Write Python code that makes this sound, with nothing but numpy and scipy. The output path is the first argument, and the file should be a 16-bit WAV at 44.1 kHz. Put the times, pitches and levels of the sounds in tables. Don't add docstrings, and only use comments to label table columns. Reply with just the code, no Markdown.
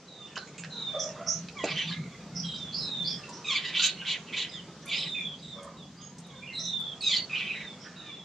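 import sys
import numpy as np
from scipy import signal
from scipy.fft import rfft, irfft
from scipy.io import wavfile
from scipy.ndimage import uniform_filter1d

SR = 44100
rng = np.random.default_rng(int(sys.argv[2]) if len(sys.argv) > 2 else 0)


def dump(signal):
    limited = np.clip(np.atleast_2d(signal).T, -1, 1)
    pcm = np.round(limited * 32767).astype(np.int16)
    wavfile.write(sys.argv[1], SR, pcm)


N = 363384

# start_s, clears_s, end_s, start_hz, mid_hz, end_hz, level_db, relative_octave_db
WHISTLES = [ (0.072, .2, 0.32, 3975, 3680, 3596, -50.5, -27),
            (0.696, 0.828, 1.044, 4048, 3680, 3430, -38.5, -40),
            (2.438, 2.6, 2.75, 3960, 3674, 3364, -42.5, -18.5),
            (2.791, 2.913, 3.16, 4175, 3695, 3440, -35.5, -28),
            (4.512, 4.569, 4.61, 3854, 3440, 3040, -42, -13),
            (4.968, 5.117, 5.355, 4000, 3616, 3302, -37, -19.5),
            (5.418, 5.524, 5.61, 3840, 3690, 3470, -47, -15),
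            (5.767, 5.816, 5.86, 3950, 3580, 3470, -53, -16),
            (6.229, 6.355, 6.475, 3750, 3675, 3430, -55.5, -27),
            (6.521, 6.726, 6.946, 4076, 3657, 3408, -35.5, -24.5),
            (7.479, 7.655, 7.76, 3900, 3736, 3435, -47, -24),
            (7.952, 8.083, 8.24, 3850, 3582, 3430, -47.5, -35)]
# start_s, break_s, end_s, attack_s, effort_db, pitch_hz, first_roughness (0-1),
# last_roughness (0-1), throat_hz, upper_resonance_db, fundamental_db
NASALS = [ (1.55, 1.593, 1.66, 0.046, -34.5, 1187, 0.42, 0.65, 2090, -13.5, 0.5),
          (1.865, 1.902, 1.965, 0.0058, -36, 1192, 0.57, 0.83, 3680, -21, -16),
          (3.443, 3.503, 3.56, 0.027, -25, 1268, 0.46, 0.54, 3190, -13.5, -10.5),
          (4.864, 4.933, 4.96, .019, -31, 1203, 0.47, .75, 2920, -15, -19),
          (7.012, 7.109, 7.2, 0.024, -26, 1280, .48, 0.88, 3750, -13, -31.5),
          (7.295, 7.396, 7.375, 0.02, -28.5, 1250, 0.54, 0.4, 2580, -25, -24),
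          (8.03, 8.119, 8.125, 0.025, -46, 1215, 0.33, .45, 2000, -25, -29)]
# effort_db, pitch_hz, roughness (0-1), throat_hz,
# upper_resonance_db, spill_db
RASPS = [ (1.632, 1.7, 1.77, -34, 1240, 0.78, 2830, -17, -2),
         (1.749, 1.789, 1.9, -31.5, 1020, 0.74, 3100, -20.5, -18),
         (3.514, 3.549, 3.62, -29, 1169, 0.5, 2980, -13, -5),
         (3.601, 3.669, 3.74, -36.5, 962, 0.55, 2860, -12.5, -2.5),
         (3.723, 3.781, 3.85, -27, 1085, 0.83, 3300, -23, -22),
         (3.775, 3.853, 3.905, -24.5, 1254, 0.96, 3550, -3, -15),
         (3.97, 3.992, 4.07, -41, 1472, 0.52, 2820, -34, -24),
         (4.045, 4.118, 4.175, -29.5, 1039, 0.86, 3110, -13, -15),
         (4.262, 4.274, 4.34, -46.5, 1438, 0.64, 2770, -35, -17),
         (4.322, 4.4, 4.48, -31.5, 1030, 0.71, 3200, -12.5, -18),
         (4.887, 4.963, 5.09, -31, 1200, 0.67, 3320, -16, -10),
         (7.339, 7.376, 7.52, -32.5, 1364, 0.8, 2970, -31, -39),
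         (7.42, 7.499, 7.61, -37, 1258, 0.65, 2470, -62, -28),
         (7.53, 7.589, 7.7, -43.5, 1058, 0.7, 2150, -34, -18)]
# start_s, end_s, pitch_hz, glide_share, level_db
CHIPS = [ (0.986, 1.056, 5740, -0.0017, -32), (1.01, 1.063, 6980, -0.029, -46.5),
         (1.26, 1.352, 5580, 0.11, -29), (2.345, 2.428, 5760, -0.092, -35.5),
         (2.534, 2.603, 4320, 0.25, -49.5), (2.72, 2.82, 4260, 0.21, -32.5), (3.034, 3.142, 4084, 0.3, -33),
         (3.319, 3.387, 5620, 0.024, -46), (6.577, 6.685, 5300, .13, -39.5),
         (7.791, 7.87, 5030, 0.077, -49.5)]
# start_s, end_s, pitch_hz, glide_share, level_db
CLEAR_TONES = [ (0.365, 0.384, 1484, 0.022, -37), (0.369, 0.423, 4560, -0.12, -47),
               (1.585, 1.601, 3337, -0.014, -38), (1.711, 1.835, 6010, -0.0081, -50),
               (1.764, 1.795, 3060, 0.025, -34), (1.908, 1.929, 1672, 0.0021, -43.5),
               (1.923, 1.951, 2110, 0.003, -40), (2.034, 2.057, 2300, -0.057, -51),
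               (2.144, 2.17, 2055, -0.005, -55), (2.429, 2.567, 3256, -0.023, -40.5),
               (2.775, 2.832, 5100, 0.013, -36.5), (3.088, 3.147, 5080, 0.025, -39),
               (3.232, 3.258, 2640, 0.025, -45.5), (3.636, 3.675, 2020, -.04, -42),
               (3.65, 3.685, 3900, -0.038, -37.5), (3.789, 3.861, 1398, 0.11, -41),
               (3.879, 3.929, 4450, -0.047, -40.5), (4.014, 4.063, 1583, -0.021, -44.5),
               (4.488, 4.53, 5080, -0.029, -47), (4.93, 5.019, 4870, 0.066, -40),
               (5.144, 5.205, 2576, -0.079, -36), (5.971, 6.03, 4730, 0.051, -54.5),
               (6.01, 6.082, 6490, .015, -50.5), (6.42, 6.454, 2290, 0.084, -44),
               (6.472, 6.508, 2885, -0.06, -40.5), (6.5, 6.533, 2140, -0.01, -44.5),
               (7.007, 7.03, 4550, -0.087, -36.5), (7.011, 7.033, 8870, -0.14, -49),
               (7.084, 7.098, 2533, -0.011, -35), (7.127, 7.181, 2071, -.02, -41),
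               (7.163, 7.178, 4406, 0.016, -23), (7.332, 7.353, 2470, 0.0012, -27)]
# start_s, end_s, pitch_hz, fundamental_db, octave_db, flutter_share
FAR_CALLS = [ (0.924, 1.022, 622.3, -38.5, -52.5, 0.075), (1.039, 1.102, 625, -43.5, -66, 0.064),
             (1.15, 1.233, 607.4, -52, -50.5, 0.14), (1.181, 1.322, 686, -50.5, -52.5, 0.055),
             (3.276, 3.35, 987, -53, -74, 0.096), (5.517, 5.735, 578, -57, -56, .12),
             (7.838, 7.898, 830, -67, -54.5, 0.12)]
# start_s, level_db, rise_s, decay_s, lower_ring_hz, upper_ring_hz, relative_upper_db
SCUFFS = [ (0.356, -40.5, 0.0033, 0.013, 2840, 6600, -7), (.47, -52.5, 0.0036, 0.014, 2200, 6650, -3),
          (.579, -47, 0.003, 0.021, 2600, 7020, 3.5), (.635, -37, 0.0022, 0.0023, 1710, 2580, 0),
          (.644, -39, 0.001, 0.0068, 1770, 2600, -6), (1.484, -38.5, 0.0027, 0.0038, 2700, 4220, -4),
          (1.64, -32, 0.0042, 0.0071, 2460, 6860, -5.5)]
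# start_s, level_db, centre_hz, width_hz, rise_s, decay_s
KNOCKS = [(.364, -36.5, 1400, 695, 0.0045, 0.009), (.374, -39, 900, 1300, .002, 0.0055),
          (.376, -30.5, 4200, 2000, .001, 0.0032), (1.637, -25, 507, 590, 0.0018, 0.015)]
# start_s, level_db, centre_hz, decay_s
TICKS = [(3.291, -45.5, 6100, 0.0096), (4.857, -48, 9100, 0.0059), (4.88, -54, 9650, 0.01),
         (5.105, -60, 8500, 0.0067), (5.205, -61, 9300, .005), (5.63, -47, 7600, 0.0035),
         (5.644, -52, 7840, .004), (6.183, -45.5, 6900, 0.0047), (6.2, -53, 7200, .005),
         (6.268, -63, 9300, .004), (6.799, -52, 9900, 0.0024), (6.807, -54, 10200, .003)]
# start_s, end_s, level_db
BOOMS = [(.56, 0.76, -40), (1.30, 1.51, -36), (1.69, 1.788, -32), (1.83, 1.968, -32.5), (1.96, 2.038, -27),
         (2.04, 2.11, -34.5), (2.31, 2.552, -31.5), (2.68, 2.88, -39.5), (2.95, 3.24, -42.5)]
# time_s, level_db
RUMBLE_LEVEL = [(0, -55.5), (.6, -51), (1.9, -45), (3.2, -43), (3.35, -51), (4.3, -49.5), (5.3, -47.5),
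                (7.4, -48), (8.24, -52)]
AIR_LEVEL = [(0, -54), (1, -49.5), (2.2, -51), (3, -48), (4.7, -50.5), (6, -54.5), (7.4, -50), (8.24, -53)]
# frequency_hz, relative_density_db
RUMBLE_SPECTRUM = [(25, -58), (50, -48), (70, -11.5), (100, -20.5), (135, -15), (162, 2), (185, -5.5),
                   (240, -10.5), (330, -28), (600, -59)]
AIR_SPECTRUM = [(30, -53), (60, -27.5), (120, -4.5), (280, -3), (450, -3.5), (700, -8), (1200, -12),
                (2200, -15.5), (4000, -15), (6800, -16), (8200, -26.5), (10000, -41), (14000, -63.5)]
# frequency_hz, correlation (0-1)
NOISE_COHERENCE = [(40, 0.92), (140, 1), (700, .98), (2000, 0.98), (5000, 0.24), (9000, 0.081)]
# frequency_hz, t60_s
TREE_T60 = [(500, 0.52), (2000, 0.27), (4000, 0.26), (8000, 0.16)]
# frequency_hz, gain_db
STEREO_WIDTH = [(300, -24), (650, -18), (1200, -5), (4000, -4), (9000, 6.5)]

FULL_WHISTLE_DB, SWING_DB_PER_DB = -35, .25
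HOARSE_SWING_HZ, CLEAR_SWING_HZ, WAVER_HZ = 190, 58, 27
HOARSE_DB, LATE_DB = -3.5, -7.5
CLEAR_STEP_HZ, CLEARING_S = 87.5, .004
END_DROOP_HZ, END_DROOP_S = 109, 0.037
ONSET_DB, CUTOFF_DB, RELEASE_S = -19, -22, 0.022
BREAK_S, PITCH_DROP, ROUGH_LAG_S = 0.025, .2, .018
RASP_RISE_DB, RASP_FALL_DB, RASP_ARCH = -12, -20, 1.71
ROUGH_PER_DB, RASP_SAG_PER_S = -0.27, 1.3
THROAT_HZ_PER_DB = 23.5
BEAK_LOW_HZ, BEAK_HIGH_HZ = 1390, 7320
RATTLE_HZ, RATTLE_DB = 280, 4
CHIP_FLUTTER_SHARE, CLEAR_TONE_FLUTTER_HZ = .075, 90


def whistle(start, clears, end, start_hz, mid_hz, end_hz, db, octave_db):
    t = np.arange(start, end, 1 / SR)
    progress = np.linspace(0, 1, len(t))
    opened = .5 + .5 * np.tanh((t - clears) / CLEARING_S)
    fading = np.interp(progress, [.68, .95], [0, 1])
    clear = opened * (1 - .5 * fading)
    push = gain_of(SWING_DB_PER_DB * (db - FULL_WHISTLE_DB))
    depth_hz = push * (HOARSE_SWING_HZ * (1 - clear) + CLEAR_SWING_HZ * clear)
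    swing = depth_hz * flutter(len(t), rate_hz=140, unevenness=.3)
    slide = np.polyval(np.polyfit([0, .5, 1], [start_hz, mid_hz, end_hz], 2), progress)
    step = CLEAR_STEP_HZ * (progress - opened) * np.sin(np.pi * progress)
    droop = END_DROOP_HZ * np.exp((t - end) / END_DROOP_S)
    phase = phase_of(slide + step - droop + swing + WAVER_HZ * wander(len(t), rate_hz=60))
    level_db = db + HOARSE_DB * (1 - opened) + LATE_DB * fading
    tremble_db = (3.3 - 1.1 * clear) * wander(len(t), rate_hz=90)
    onset_db = -7 * np.exp(-progress / 0.05)
    tone = np.sin(phase) + gain_of(octave_db) * (1 - progress) * np.sin(2 * phase)
    return start, gain_of(level_db + tremble_db + onset_db) * unit_rms(tone) * tukey(len(t), .1)


def nasal(start, breaks, end, attack, db, hz, first_rough, last_rough, throat_hz, upper_db, low_db):
    t = np.arange(start, end, 1 / SR)
    swell_db = ONSET_DB * np.exp((start - t) / attack) + CUTOFF_DB * np.exp((t - end) / RELEASE_S)
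    broken = .5 + .5 * np.tanh((t - breaks) / BREAK_S)
    rough = first_rough + (last_rough - first_rough) * np.interp(t - ROUGH_LAG_S, t, broken)
    pitch = hz * (1 - PITCH_DROP * broken)
    throat = throat_hz + THROAT_HZ_PER_DB * swell_db
    return squawk(t, db + swell_db, pitch, rough, throat, upper_db, spill_db=-18.5, fundamental_db=low_db)


def rasp(start, crest, end, db, hz, crest_rough, throat_hz, upper_db, spill_db):
    t = np.arange(start, end, 1 / SR)
    off_crest = np.interp(t, [start, crest, end], [1, 0, 1])
    swell_db = np.where(t < crest, RASP_RISE_DB, RASP_FALL_DB) * off_crest ** RASP_ARCH
    rough = crest_rough + ROUGH_PER_DB * swell_db
    pitch = hz * (1 - RASP_SAG_PER_S * (t - crest))
    throat = throat_hz + THROAT_HZ_PER_DB * swell_db
    return squawk(t, db + swell_db, pitch, rough, throat, upper_db + swell_db, spill_db)


def squawk(t, effort_db, hz, rough, throat_hz, upper_db, spill_db, fundamental_db=-23):
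    size = len(t)
    rough = np.clip(rough, 0, 1)
    jitter = 0.106 * rough ** 2 * wander(size, rate_hz=250)
    phase = phase_of(hz * (1 + jitter))
    harmonics = [gain_of(3.8 * wander(size, rate_hz=100)) * np.cos(k * phase) for k in range(1, 11)]
    breath = .65 * rough ** 2 * (1 + np.cos(phase)) * rng.standard_normal(size)
    drive = unit_rms(sum(harmonics)) + breath
    throat_width_hz = 1100 * np.exp(0.016 * (np.mean(upper_db) + 28.5))
    body = resonate(drive, throat_hz + 200 * rough * wander(size, rate_hz=13.3), throat_width_hz)
    spill = resonate(drive, throat_hz + 250, width_hz=2800 * (0.78 + gain_of(spill_db)), order=6)
    upper = resonate(drive, hz=6900, width_hz=1300)
    voice = body + gain_of(spill_db) * spill + gain_of(upper_db) * upper
    voice = signal.sosfilt(signal.butter(2, BEAK_LOW_HZ, "high", fs=SR, output="sos"), voice)
    voice = signal.sosfilt(signal.butter(14, BEAK_HIGH_HZ, fs=SR, output="sos"), voice)
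    voice += gain_of(2.6 * upper_db - 24.5) * resonate(drive, hz=11300, width_hz=1500, order=4)
    voice += gain_of(fundamental_db) * np.cos(phase)
    rattle_db = rough ** 2 * RATTLE_DB * flutter(size, RATTLE_HZ, unevenness=.3)
    tremble_db = 2.2 * rough * wander(size, rate_hz=90)
    return t[0], gain_of(effort_db + rattle_db + tremble_db) * unit_rms(voice) * tukey(size, .04)


def chip(start, end, start_hz, glide, db, flutter_hz, rate_hz, taper):
    size = round((end - start) * SR)
    progress = np.linspace(0, 1, size)
    swing = flutter_hz * flutter(size, rate_hz, unevenness=0.436)
    hz = start_hz * (1 + glide * np.sin(progress * np.pi / 2)) + swing
    tremble = gain_of(3.5 * wander(size, rate_hz / 2))
    tone = unit_rms(np.sin(phase_of(hz)) * tremble)
    return start, gain_of(db + 3.5 * (1 - progress)) * tone * tukey(size, taper)


def small_notes():
    buzzy = [chip(start, end, hz, glide, db, CHIP_FLUTTER_SHARE * hz, rate_hz=240, taper=0.54)
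             for start, end, hz, glide, db in CHIPS + chatter()]
    clear = [chip(*row, CLEAR_TONE_FLUTTER_HZ, rate_hz=260, taper=0.25) for row in CLEAR_TONES]
    return gather(buzzy + clear)


def chatter(db=-61, low_hz=900, high_hz=6500, count=80):
    rows = []
    for when, length, pitch, glide, loudness in rng.random((count, 5)):
        start, hz = when * N / SR, low_hz * (high_hz / low_hz) ** pitch
        end = start + 0.0582 + 0.109 * length
        rows.append((start, end, hz, 0.19 * glide - .12, db + 6 * (loudness - .5)))
    return rows


def far_bird(sag_share=.035, third_db=-12):
    return gather(chip(start, end, k * hz, -sag_share, db, hoarse * k * hz, rate_hz=90, taper=0.55)
                  for start, end, hz, low_db, octave_db, hoarse in FAR_CALLS
                  for k, db in enumerate([low_db, octave_db, octave_db + third_db], 1))


def far_flock(db=-66, low_hz=450, high_hz=1300, count=26, sag_share=0.0997):
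    notes = []
    for when, length, pitch, loudness in rng.random((count, 4)):
        start, hz = when * N / SR, low_hz * (high_hz / low_hz) ** pitch
        end = start + 0.0503 + 0.0814 * length
        level_db = db + 6 * (loudness - .5)
        notes += [chip(start, end, k * hz, -sag_share, level_db, 0.025 * k * hz, rate_hz=90, taper=0.8)
                  for k in (1, 2, 3)]
    return gather(notes)


def burst(start, db, hz, width_hz, rise_s, decay_s):
    t = np.arange(SR // 5) / SR
    envelope = np.minimum(t / rise_s, 1) * np.exp(-np.maximum(t - rise_s, 0) / decay_s)
    return start, gain_of(db) * envelope * resonate(rng.standard_normal(len(t)), hz, width_hz, order=3)


def contacts(ring_width_share=0.18, hiss_db=-4):
    scuffs = []
    for start, db, rise, decay, low_hz, high_hz, high_db in SCUFFS:
        for hz, ring_db in [(low_hz, 0), (high_hz, high_db)]:
            scuffs.append(burst(start, db + ring_db, hz, ring_width_share * hz, rise, decay))
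        scuffs.append(burst(start, db + hiss_db, hz=3700, width_hz=3800, rise_s=rise, decay_s=decay))
    knocks = [burst(*row) for row in KNOCKS]
    return signal.sosfilt(signal.butter(2, 190, "high", fs=SR, output="sos"), gather(scuffs + knocks))


def grass_ticks():
    return gather(burst(start, db, hz, width_hz=3500, rise_s=0.00069, decay_s=decay)
                  for start, db, hz, decay in TICKS)


def boom(start, end, db, hz=162, waver_hz=13):
    size = round((end - start) * SR)
    phase = phase_of(hz + waver_hz * wander(size, rate_hz=71))
    tone = unit_rms(np.sin(phase) * tukey(size, .7))
    return start, gain_of(db + 2 * wander(size, rate_hz=50)) * tone


def background(spectrum, levels, patchy_db):
    hz = np.fft.rfftfreq(2048, 1 / SR)
    real, imag, other_real, other_imag, patches = rng.standard_normal((N // 512 + 5, len(hz), 5)).T
    patches = unit_rms(uniform_filter1d(uniform_filter1d(patches, 20, axis=0), 10, axis=1))
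    coherence = at_frequency(NOISE_COHERENCE, hz)[:, None]
    left = real + 1j * imag
    right = coherence * left + np.sqrt(1 - coherence ** 2) * (other_real + 1j * other_imag)
    spectra = np.array([left, right]) * gain_of(at_frequency(spectrum, hz)[:, None] + patchy_db * patches)
    noise = unit_rms(signal.istft(spectra, nperseg=2048, noverlap=1536)[1][:, :N])
    return noise * gain_of(np.interp(np.arange(N) / SR, *np.transpose(levels)))


def garden(x, walls_db, trees_db, right_db, wall_decay_s, sideways=0.6, echoes_per_s=500):
    t = np.arange(SR // 2) / SR
    walls = rng.standard_normal(len(t)) * (rng.random(len(t)) < echoes_per_s / SR)
    walls *= (t > .003) * np.exp(-t / wall_decay_s)
    hz, when, spectra = signal.stft(rng.standard_normal((2, len(t))) * (t > .004), SR, nperseg=256)
    decay = gain_of(-60 * when / at_frequency(TREE_T60, hz)[:, None])
    trees = signal.istft(spectra * decay, SR, nperseg=256)[1][:, :len(t)]
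    directions = 1 + sideways * rng.standard_normal(len(t)) * np.array([[1], [-1]])
    walls = walls / np.linalg.norm(walls) * directions
    response = gain_of(walls_db) * walls + gain_of(trees_db) * trees / np.linalg.norm(trees[0])
    echoes = signal.fftconvolve(x[None], response, axes=1)[:, :N]
    return (x + echoes) * gain_of([[-right_db / 2], [right_db / 2]])


def microphones(x):
    mid, side = x.mean(0), (x[0] - x[1]) / 2
    side = irfft(rfft(side) * gain_of(at_frequency(STEREO_WIDTH, np.fft.rfftfreq(N, 1 / SR))), N)
    return np.array([mid + side, mid - side])


def resonate(x, hz, width_hz, order=2):
    carrier = np.exp(1j * phase_of(hz * np.ones(len(x))))
    lowpass = signal.butter(order, min(abs(width_hz), SR / 2) / 2, fs=SR, output="sos")
    return unit_rms((carrier * signal.sosfilt(lowpass, x / carrier)).real)


def flutter(size, rate_hz, unevenness):
    return np.sin(phase_of(rate_hz * (1 + unevenness * wander(size, rate_hz))))


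def wander(size, rate_hz, hop=16):
    hz = np.fft.rfftfreq(2048, hop / SR)
    drift = unit_rms(irfft(rfft(rng.standard_normal(2048)) / (1 + (hz / rate_hz) ** 4)))
    return np.interp(np.arange(size), hop * np.arange(len(drift)), drift)


def phase_of(hz):
    return 2 * np.pi * np.cumsum(hz) / SR


def tukey(size, taper):
    return signal.windows.tukey(size, taper)


def gain_of(db):
    return 10 ** (np.asarray(db) / 20)


def unit_rms(x):
    return x / np.sqrt(np.mean(x ** 2) + 1e-20)


def at_frequency(table, hz):
    table_hz, values = np.transpose(table)
    return np.interp(np.log(hz + 1), np.log(table_hz + 1), values)


def gather(sounds):
    mix = np.zeros(N)
    for start, sound in sounds:
        part = mix[max(round(start * SR), 0):][:len(sound)]
        part += sound[:len(part)]
    return mix


def scene():
    whistles = gather(whistle(*row) for row in WHISTLES)
    whistles = garden(whistles, walls_db=-2.5, trees_db=-5, right_db=1, wall_decay_s=0.012)
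    chips = garden(small_notes(), walls_db=-2, trees_db=-6, right_db=6.5, wall_decay_s=0.04)
    squawks = gather([nasal(*row) for row in NASALS] + [rasp(*row) for row in RASPS])
    squawks = garden(squawks, walls_db=0, trees_db=-5, right_db=4.5, wall_decay_s=0.0065)
    far = garden(far_bird() + far_flock(), walls_db=-2.5, trees_db=-12, right_db=7, wall_decay_s=0.088)
    scuffs = garden(contacts(), walls_db=-5.5, trees_db=-10, right_db=5.5, wall_decay_s=0.017)
    grass = garden(grass_ticks(), walls_db=-5, trees_db=-9, right_db=0, wall_decay_s=0.008)
    rumble = background(RUMBLE_SPECTRUM, RUMBLE_LEVEL, patchy_db=.6)
    air = background(AIR_SPECTRUM, AIR_LEVEL, patchy_db=1.6)
    booms = gather(boom(*row) for row in BOOMS)
    birds = gain_of(-0.5) * whistles + gain_of(-5) * chips + gain_of(-3) * squawks + gain_of(1.36) * far
    return microphones(birds + scuffs + grass) + air + gain_of(-2) * rumble + gain_of(-9) * booms


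def record(dry):
    lowpass = signal.firwin(511, cutoff=14400, window=("kaiser", 9), fs=SR)
    return signal.oaconvolve(dry, lowpass[None], "same")


dry = scene()
out = record(dry)
dump(out)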